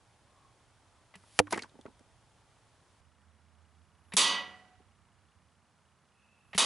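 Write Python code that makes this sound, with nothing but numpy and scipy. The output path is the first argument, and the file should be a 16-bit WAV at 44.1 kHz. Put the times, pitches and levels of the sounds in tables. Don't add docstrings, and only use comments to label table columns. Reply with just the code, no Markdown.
import sys
import numpy as np
from scipy import signal
from scipy.fft import rfft, irfft, next_fast_len
from scipy.io import wavfile
from scipy.ndimage import uniform_filter1d, map_coordinates

SR = 44100
rng = np.random.default_rng(int(sys.argv[2]) if len(sys.argv) > 2 else 0)


def decibels_to_gain(level_db):
    exponent = np.asarray(level_db, float) / 20
    return 10 ** exponent


def unload_wav(signal):
    wavfile.write(
        sys.argv[1],
        SR,
        np.round(np.clip(np.atleast_2d(signal).T, -1, 1) * 32767).astype(np.int16),
    )


N = 293265
MOVE_S = 3.005

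# (frequency [Hz], density [dB per Hz])
FEATHERS = [(470, -34.5), (800, -7), (4780, -4), (7740, -8), (9860, -3.5), (11000, -2), (14300, -31.5),
            (22000, -120)]


def unit(x):
    return x / np.sqrt(np.mean(x ** 2) + 1e-20)


def along(points, hz):
    f, v = np.transpose(points)
    return np.interp(np.log(hz + 1), np.log(f + 1), v)


def since(s):
    return np.clip(np.arange(N) / SR - s, 0, None)


def filtered(x, response):
    m = next_fast_len(x.shape[-1] + 8192)
    return irfft(rfft(x, m) * response(np.fft.rfftfreq(m, 1 / SR)), m)[..., :x.shape[-1]]


def resonances(peaks):
    def response(f):
        total = 0
        for k, (c, width, db) in enumerate(peaks):
            total = total + (-1) ** k * decibels_to_gain(db) * 1j * f * width / (c * c - f * f + 1j * f * width)
        return total
    return response


def noise(spectrum, alike, grain_db=0, size=N):
    lumps = decibels_to_gain(grain_db * unit(uniform_filter1d(rng.standard_normal(size), size=40)))

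    def spread(hz):
        turn = np.arccos(np.clip(along(alike, hz), 0, 1)) / 2
        return decibels_to_gain(along(spectrum, hz)) * [np.cos(turn), np.sin(turn)]

    mid, side = filtered(rng.standard_normal((2, size)) * lumps, spread)
    return np.pad(unit(np.array([mid + side, mid - side])), ((0, 0), (0, N - size)))


def ring(modes, seconds):
    t = np.arange(int(seconds * SR)) / SR
    hz, db, t60 = np.transpose(modes)[:, :, None]
    return np.sum(decibels_to_gain(db - 60 * t / t60) * np.sin(2 * np.pi * hz * t), axis=0)


def add(track, s, x):
    part = track[..., round(s * SR):round(s * SR) + x.shape[-1]]
    part += x[..., :part.shape[-1]]


def lean(x, balance):
    return filtered(x, lambda hz: decibels_to_gain(np.outer([.5, -.5], along(balance, hz))))


def lawn(x):
    t = np.arange(SR // 10) / SR
    tail = rng.standard_normal((2, len(t))) * decibels_to_gain(-60 * t / .055)
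    return x + decibels_to_gain(-11) * signal.fftconvolve(x[None], tail / np.linalg.norm(tail[0]), axes=1)[:, :N]


def air():
    # (frequency [Hz], density [dB per Hz])
    hiss = [(1180, -30), (2000, -7.5), (2840, -4.5), (3070, 0.5), (7220, -3.5), (11000, -4.5), (14300, -37),
            (22000, -120)]
    rumbles = [
        [(15, -47.5), (25, -16.5), (97, 0), (125, -6), (156, -14.5), (220, -16.5), (290, -49.5), (480, -120)],
        [(15, -73.5), (25, -45.5), (43, -30.5), (52, -12.5), (71, -1.5), (92, 1.5), (135, -16.5), (220, -20.5),
         (290, -46.5), (480, -120)],
    ]
    traffics = [
        [(71, -31.5), (120, -0.5), (211, -13), (236, -8), (309, -9.5), (446, -10.5), (853, -8), (2290, -17.5),
         (3500, -24), (4550, -51), (7700, -120)],
        [(71, -33.5), (120, -2), (240, -4), (263, -10), (429, -13), (494, -13), (615, -11.5), (1130, -9.5),
         (2600, -20), (3380, -46.5), (5720, -120)],
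    ]
    # (frequency [Hz], left-right likeness [0-1])
    alike = [(60, 0.71), (170, 0.93), (490, 0.84), (1410, 1), (4030, 0.63), (11500, 0.65)]
    # (frequency [Hz], left minus right [dB])
    balances = [
        [(60, -5.5), (170, -1.5), (490, -1.0), (1410, -1), (4030, -0.5), (11500, 1)],
        [(60, -14), (170, -2.5), (490, -2), (1410, -3), (4030, 0.5), (11500, -0.5)],
    ]
    # (time [s], strength [dB])
    passing = [(0, -1.5), (.15, -3), (.48, 0.5), (.72, -1), (2.1, .5), (2.95, -1.5), (3.05, -1), (4.9, 1),
               (5.6, -4), (6.07, -7.5), (6.5, -1.5)]
    # (rumble [dB], traffic [dB], hiss [dB])
    spot_levels = [
        (-69.5, -68.5, -74),
        (-73, -70, -78),
    ]
    follows = (1, .15, .05)
    t = np.arange(N) / SR
    after = t > MOVE_S
    swell_db = np.interp(t, *np.transpose(passing))
    out = 0
    for levels, rumble, traffic, balance, here in zip(spot_levels, rumbles, traffics, balances, (~after, after)):
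        for db, share, spectrum, grain_db in zip(levels, follows, (rumble, traffic, hiss), (1, 1, .6)):
            layer = lean(noise(spectrum, alike, grain_db), balance)
            out = out + here * decibels_to_gain(db + share * swell_db) * layer
    return out


def engine():
    # (time [s], firing rate [Hz], level [dB])
    revs = [(3.0, 78.66, -69.5), (3.45, 79.22, -67), (3.75, 79.6, -65.5), (4.1, 87, -72), (4.4, 89.9, -71),
            (5.0, 96.8, -74.5), (5.2, 96.63, -77.5), (5.35, 91, -72), (5.9, 84.15, -87.5)]
    t = np.arange(N) / SR
    s, hz, db = np.transpose(revs)
    unsteady_db = .8 * map_coordinates(rng.standard_normal(64), [8 * t])
    phase = 2 * np.pi * np.cumsum(np.interp(t, s, hz)) / SR
    heard = (t > MOVE_S) * (t < s[-1])
    tone = decibels_to_gain(np.interp(t, s, db) + 6.5 + unsteady_db) * np.sin(phase) * heard
    return tone * decibels_to_gain([[-15.5], [0]])


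def camera():
    # (frequency [Hz], level [dB], t60 [s])
    ticks = [
        [(2900, -72, .026), (3300, -72, .018)],
        [(2880, -69.5, .028), (3300, -80, .016)],
    ]
    frame_hz = 30 / 1.001
    out = np.zeros(N)
    for k in range(round(MOVE_S * frame_hz), round(N / SR * frame_hz)):
        modes = [(hz, db + rng.normal(0, 1.8), t60) for hz, db, t60 in ticks[k % 2]]
        add(out, (k + .44) / frame_hz, ring(modes, .04))
    return out


def crowd(jagged_db, size):
    # (frequency [Hz], level [dB])
    weak_modes = [(71, -58), (120, -25), (179, -16), (675, -19), (1110, -5.5), (1710, -21.5), (1950, -9.5),
                  (2360, -10), (3100, -3.5), (4590, -4), (4950, -8), (11200, -5), (14600, -40.5),
                  (22000, -120)]
    # (frequency [Hz], t60 [s])
    damping = [(150, 0.37), (1000, .42), (3000, 0.35), (6000, .26), (8000, .21), (11000, 0.21)]
    hz, t, z = signal.stft(rng.standard_normal((2, size)), SR, nperseg=1024, noverlap=896)
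    z = z * decibels_to_gain(along(weak_modes, hz) + jagged_db)[:, None]
    z = z * decibels_to_gain(-60 * t / along(damping, hz)[:, None])
    return signal.istft(z, SR, nperseg=1024, noverlap=896)[1][:, :size]


def tray():
    # (time [s], ring [dB], tear [dB], extra left [dB], rim [dB])
    strikes = [
        (4.1677, 1.5, -19.5, 0.5, -35.5),
        (6.5787, -1, -20.5, 2.5, -32),
    ]
    # (frequency [Hz], level a quarter second after the blow [dB], t60 [s])
    strong_modes = [(195, -60, 0.7), (565, -60, 0.45), (735, -56.5, 1.1), (921, -55, 0.4),
                    (1005, -52, 0.42), (1120, -54, 0.36), (1216, -57, 0.38), (1373, -59, 0.51),
                    (1631, -61, 0.45), (1950, -43.5, 0.52), (2169, -61, 0.43), (2293, -59, 0.47),
                    (2522, -56, 0.38), (2859, -51, 0.45), (2988, -49, 0.4), (3160, -54, 0.38),
                    (3259, -53, 0.36), (3457, -58, 0.33), (3595, -57, 0.34), (3815, -59, 0.3),
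                    (3967, -62, 0.31), (4231, -63, 0.31), (4463, -64, 0.28), (4644, -57, 0.31),
                    (4716, -63, 0.28), (5082, -66, 0.3), (5879, -67, 0.27), (6228, -67, 0.29),
                    (6643, -69, 0.26), (8565, -78, 0.21)]
    # (frequency [Hz], density [dB per Hz])
    rim_spectrum = [(100, -27.5), (200, -5), (600, -3.5), (1100, -2), (2500, -9.5), (5000, -18.5),
                    (11000, -39)]
    # (frequency [Hz], left minus right [dB])
    balance = [(60, -10.5), (220, -9.5), (830, -3), (3100, -3), (11500, -3)]
    out, t = np.zeros((2, N)), np.arange(SR * 3 // 4) / SR
    jagged_db = 4 * rng.standard_normal(513)
    chatter = noise(rim_spectrum, [(1000, 0.985)], grain_db=3.5, size=2 * SR)
    tearing = resonances([(900, 6000, 1.5), (1900, 730, -2.5), (8988, 6800, -3)])
    gain_db = np.minimum(-19.5 + 100.5 * t, -3.5 + 14.5 * t)
    fade = np.minimum((t[-1] - t) / 0.1075, 1)
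    hz, db, t60 = np.transpose(strong_modes)[:, :, None]
    for k, (s, ring_db, tear_db, left_db, rim_db) in enumerate(strikes):
        chance = rng.random((len(strong_modes), 3))
        split_hz = np.sign(chance[:, :1] - .5) * (26 + 14 * chance[:, 1:2]) * np.minimum(hz / 1900, 1)
        pair = 1 + decibels_to_gain(-7) * np.exp(2j * np.pi * (split_hz * t + chance[:, 1:2]))
        knots = rng.standard_normal((len(strong_modes), 32))
        rocking = decibels_to_gain(2 * np.array([map_coordinates(row, [40 * t]) for row in knots]))
        tones = np.imag(pair * np.exp(2j * np.pi * (hz * t + chance[:, 2:])))
        modes = decibels_to_gain(db - 60 * (t - .24) / t60) * rocking * tones
        modes = modes * decibels_to_gain(-0.5) * (1 - 0.92 * np.exp(-t / 0.034))

        weak, side = crowd(jagged_db, size=len(t))
        mid = modes.sum(axis=0) + decibels_to_gain(6) * weak
        side = decibels_to_gain(-6.5) * side
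        body = decibels_to_gain(ring_db + gain_db) * np.array([mid + side, mid - side])
        rim = decibels_to_gain(rim_db - 60 * t / .92) * chatter[:, k * SR:k * SR + len(t)]
        tear = decibels_to_gain(tear_db - 60 * t / 0.0098) * filtered(rng.standard_normal(len(t)), tearing)
        direct = (body + rim + tear) * fade * decibels_to_gain([[left_db / 2], [-left_db / 2]])

        trees = rng.standard_normal((2, len(t))) * decibels_to_gain(-60 * t / 1.2)
        answer = signal.fftconvolve(direct, trees / np.linalg.norm(trees[0]), axes=1)[:, :len(t)]
        add(out, s, direct + decibels_to_gain(-33) * answer)
    return lean(out, balance)


def flight():
    # (loosed [s], gone by [s], level when nearest [dB])
    flights = [
        (1.16, 1.389, -55),
        (4.14, 4.16, -55),
        (6.551, 6.572, -47.5),
    ]
    t = np.arange(N) / SR
    nearing = 0
    for start, end, db in flights:
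        nearing = nearing + decibels_to_gain(db) * (t > start) * (t < end) / (1 + np.abs(end - t) / .03)
    return nearing * noise(FEATHERS, [(1000, 0.9234)], grain_db=1.5)


def knock(hz, crack_db, ring_db, thud_db, t60):
    # (frequency [Hz], width [Hz], level [dB])
    turf = [(228.8, 183, 1), (446.5, 580, -8.5)]
    t = np.arange(SR // 8) / SR
    shaft_note = resonances([(hz, 0.16 * hz, 0)])
    layers = [  # (dB, t60 s, rise s, body)
        (crack_db, .008, .0003, resonances([(6500, 75000, 0)])),
        (ring_db, 0.99 * t60, .0008, lambda f: shaft_note(f) / (1 + 1j * f / (1.9 * hz))),
        (thud_db - 3, 1.245 * t60, .001, resonances(turf))]
    out = 0
    for db, decay_s, rise_s, body in layers:
        push = rng.standard_normal(len(t)) * decibels_to_gain(-60 * t / decay_s) * (1 - np.exp(-t / rise_s))
        x = filtered(push, body)
        out = out + decibels_to_gain(db) * x / np.abs(x).max()
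    return out


def clatter():
    # (time [s], level [dB], frequency [Hz], t60 [s])
    stop = [
        (1.4, -10.5, 722, .012),
    ]
    # (frequency [Hz], level [dB], t60 [s])
    shaft = [(113, -17, 0.083), (193.6, -15, 0.056), (298, -11, 0.21), (500, 5, 0.04), (608, -18.5, 0.045)]
    # (time [s], ring [dB], ring frequency [Hz], crack over ring [dB])
    clacks = [(1.2354, -54.5, 970, -12), (1.4696, -41, 1530, -26), (1.4766, -41.5, 1060, -28.5),
              (1.5072, -42, 1150, 0.5), (1.5238, -24, 801, 4), (1.5268, -24, 900, 7),
              (1.5314, -28, 2103, -1.5), (1.5425, -28.5, 2100, -4), (1.5553, -38, 1067, -1),
              (1.56, -39.5, 2090, 0), (1.5748, -31, 1062, -0.5), (1.5777, -31, 1784, -2),
              (1.5915, -32.5, 2135, 3.5), (1.6213, -35, 4250, 5), (1.6344, -39.5, 1612, 0.5),
              (1.6413, -42, 998, -12), (1.6555, -51, 1026, -10), (1.6931, -57, 3480, -2.5),
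              (1.8115, -54.5, 3360, 9), (1.8545, -37, 608, -28), (1.8615, -43, 1245, -19),
              (1.9937, -60, 740, 7.5)]
    # (time [s], thud [dB])
    thuds = [(1.53, -24.5), (1.56, -29.5), (1.577, -34), (1.7159, -57.5), (1.7415, -51), (1.752, -46),
             (1.788, -42), (1.8538, -35), (1.8782, -44.5), (1.8983, -51.5), (2.004, -50), (4.7999, -54)]
    out = np.zeros(N)
    for s, db, hz, t60 in stop:
        add(out, s, ring([(hz, db, t60)], .04))
        add(out, s, decibels_to_gain(db - 10) * ring(shaft + [(103, -23, 0.59)], 0.27))
    for s, db, hz, crack_db in clacks:
        t60 = 0.026 + .012 * max(db + 34.5, 0) / 10
        add(out, s, knock(hz, db + crack_db, db, db - 7.5, t60))
    for s, db in thuds:
        add(out, s, knock(824.9, db - 23, db - 13.5, db, 0.043))
    return out


def crunch():
    # (frequency [Hz], density [dB per Hz])
    grit = [(88, -29.5), (150, -9), (1140, -2.5), (2480, -1.5), (3880, -13.5), (4560, -6), (5080, -11.5),
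            (5760, -11), (11000, -12), (14300, -45.5), (22000, -120)]
    enters_s, halts_s = 1.3902, 1.4
    u = since(enters_s)
    grind = decibels_to_gain(-19 - 800 * u - 3800 * since(halts_s))
    bite = 1 + decibels_to_gain(4.5 - 60 * u / .014)
    return grind * bite * (1 - np.exp(-u / .0002)) * noise(grit, [(1000, 0.953)], grain_db=-2.5, size=2 * SR)


def slide():
    # (start [s], end [s])
    span = (1.504, 1.645)
    # (frequency [Hz], density [dB per Hz])
    leaves = [(120, -25.5), (200, 2.5), (680, -5.5), (1070, -4), (4450, -17), (4920, -11.5), (11000, -24.5),
              (14300, -53), (22000, -120)]
    start, end = span
    sweep = decibels_to_gain(-47.5 - 60 * since(1.522) / .2) * noise(FEATHERS, [(1000, 0.9954)], grain_db=3.5, size=2 * SR)
    drag = decibels_to_gain(-58) * noise(leaves, [(1000, 0.988)], grain_db=1.5, size=2 * SR)
    return (sweep + drag) * (1 - np.exp(-since(start) / 0.004)) * decibels_to_gain(-700 * since(end))


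def landing():
    # (frequency [Hz], left minus right [dB])
    balance = [(60, -8.5), (220, -4.5), (830, 2), (3100, -1), (11500, -0.5)]
    return lean(lawn(clatter()) + crunch() + slide(), balance)


def bow():
    # (start [s], end [s], frequency [Hz], width [Hz], level [dB])
    draws = [
        (0.27, 0.538, 1092, 150, -69.5),
        (0.905, 1.042, 1115, 200, -75),
        (6.101, 6.581, 2622, 220, -75.5),
    ]
    # (time [s], string scrape [dB], delay to slap [s], slap [dB], limbs [dB])
    looses = [
        (1.140, -50.5, .014, -40.5, -50),
        (4.121, -41, .0145, -24, -32.5),
        (6.531, -39, .016, -36.5, -33.5),
    ]
    # (frequency [Hz], width [Hz], level [dB])
    fingers = [(2100, 780, 0.5), (3780, 1300, -10.5), (900, 540, -5.5)]
    # (frequency [Hz], level [dB], t60 [s])
    limbs = [(188.9, 1.5, 0.1), (95, -10, .08), (408, -9.5, .05)]
    out, t = np.zeros(N), np.arange(SR // 10) / SR
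    for start, end, hz, width, db in draws:
        squeak = resonances([(hz, width, 0)])
        size = int((end - start) * SR)
        rub = unit(filtered(rng.standard_normal(size), lambda f: squeak(f) ** 2))
        add(out, start, decibels_to_gain(db) * np.hanning(size) ** 0.31 * rub)

    clear_s = .037
    string = resonances(fingers)
    for s, scrape_db, delay, slap_db, limb_db in looses:
        scrape = unit(filtered(rng.standard_normal(len(t)), lambda f: string(f) / (1 + 1j * f / 4500) ** 2))
        add(out, s, decibels_to_gain(scrape_db - 60 * t / 0.07) * (t < clear_s) * scrape)
        add(out, s + delay, decibels_to_gain(scrape_db - 60 * t / .05) * (t < clear_s - delay) * scrape[::-1])
        slap = decibels_to_gain(slap_db + 6.5 - 60 * t / 0.018) * (1 - np.exp(-t / 0.0026)) ** 2
        add(out, s + delay, slap * rng.standard_normal(len(t)))
        add(out, s + delay + 0.0042, decibels_to_gain(limb_db) * ring(limbs, .25))
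    return out


def scene():
    near = flight() + tray() + landing() + lawn(bow())
    return air() + engine() + camera() + filtered(near, lambda hz: (1j * hz / (1j * hz + 75)) ** 2)


def roll_off(x):
    return signal.sosfilt(signal.butter(12, 12140, fs=SR, output="sos"), x)


def record(dry):
    def half_rate(hz):
        over = hz - 11011
        return decibels_to_gain(-60 * np.clip(over / 700, 0, 1) ** .5 - 12 * np.clip(over / 3000, 0, 4))

    return roll_off(filtered(dry, half_rate))


dry = scene()
out = record(dry)
unload_wav(out)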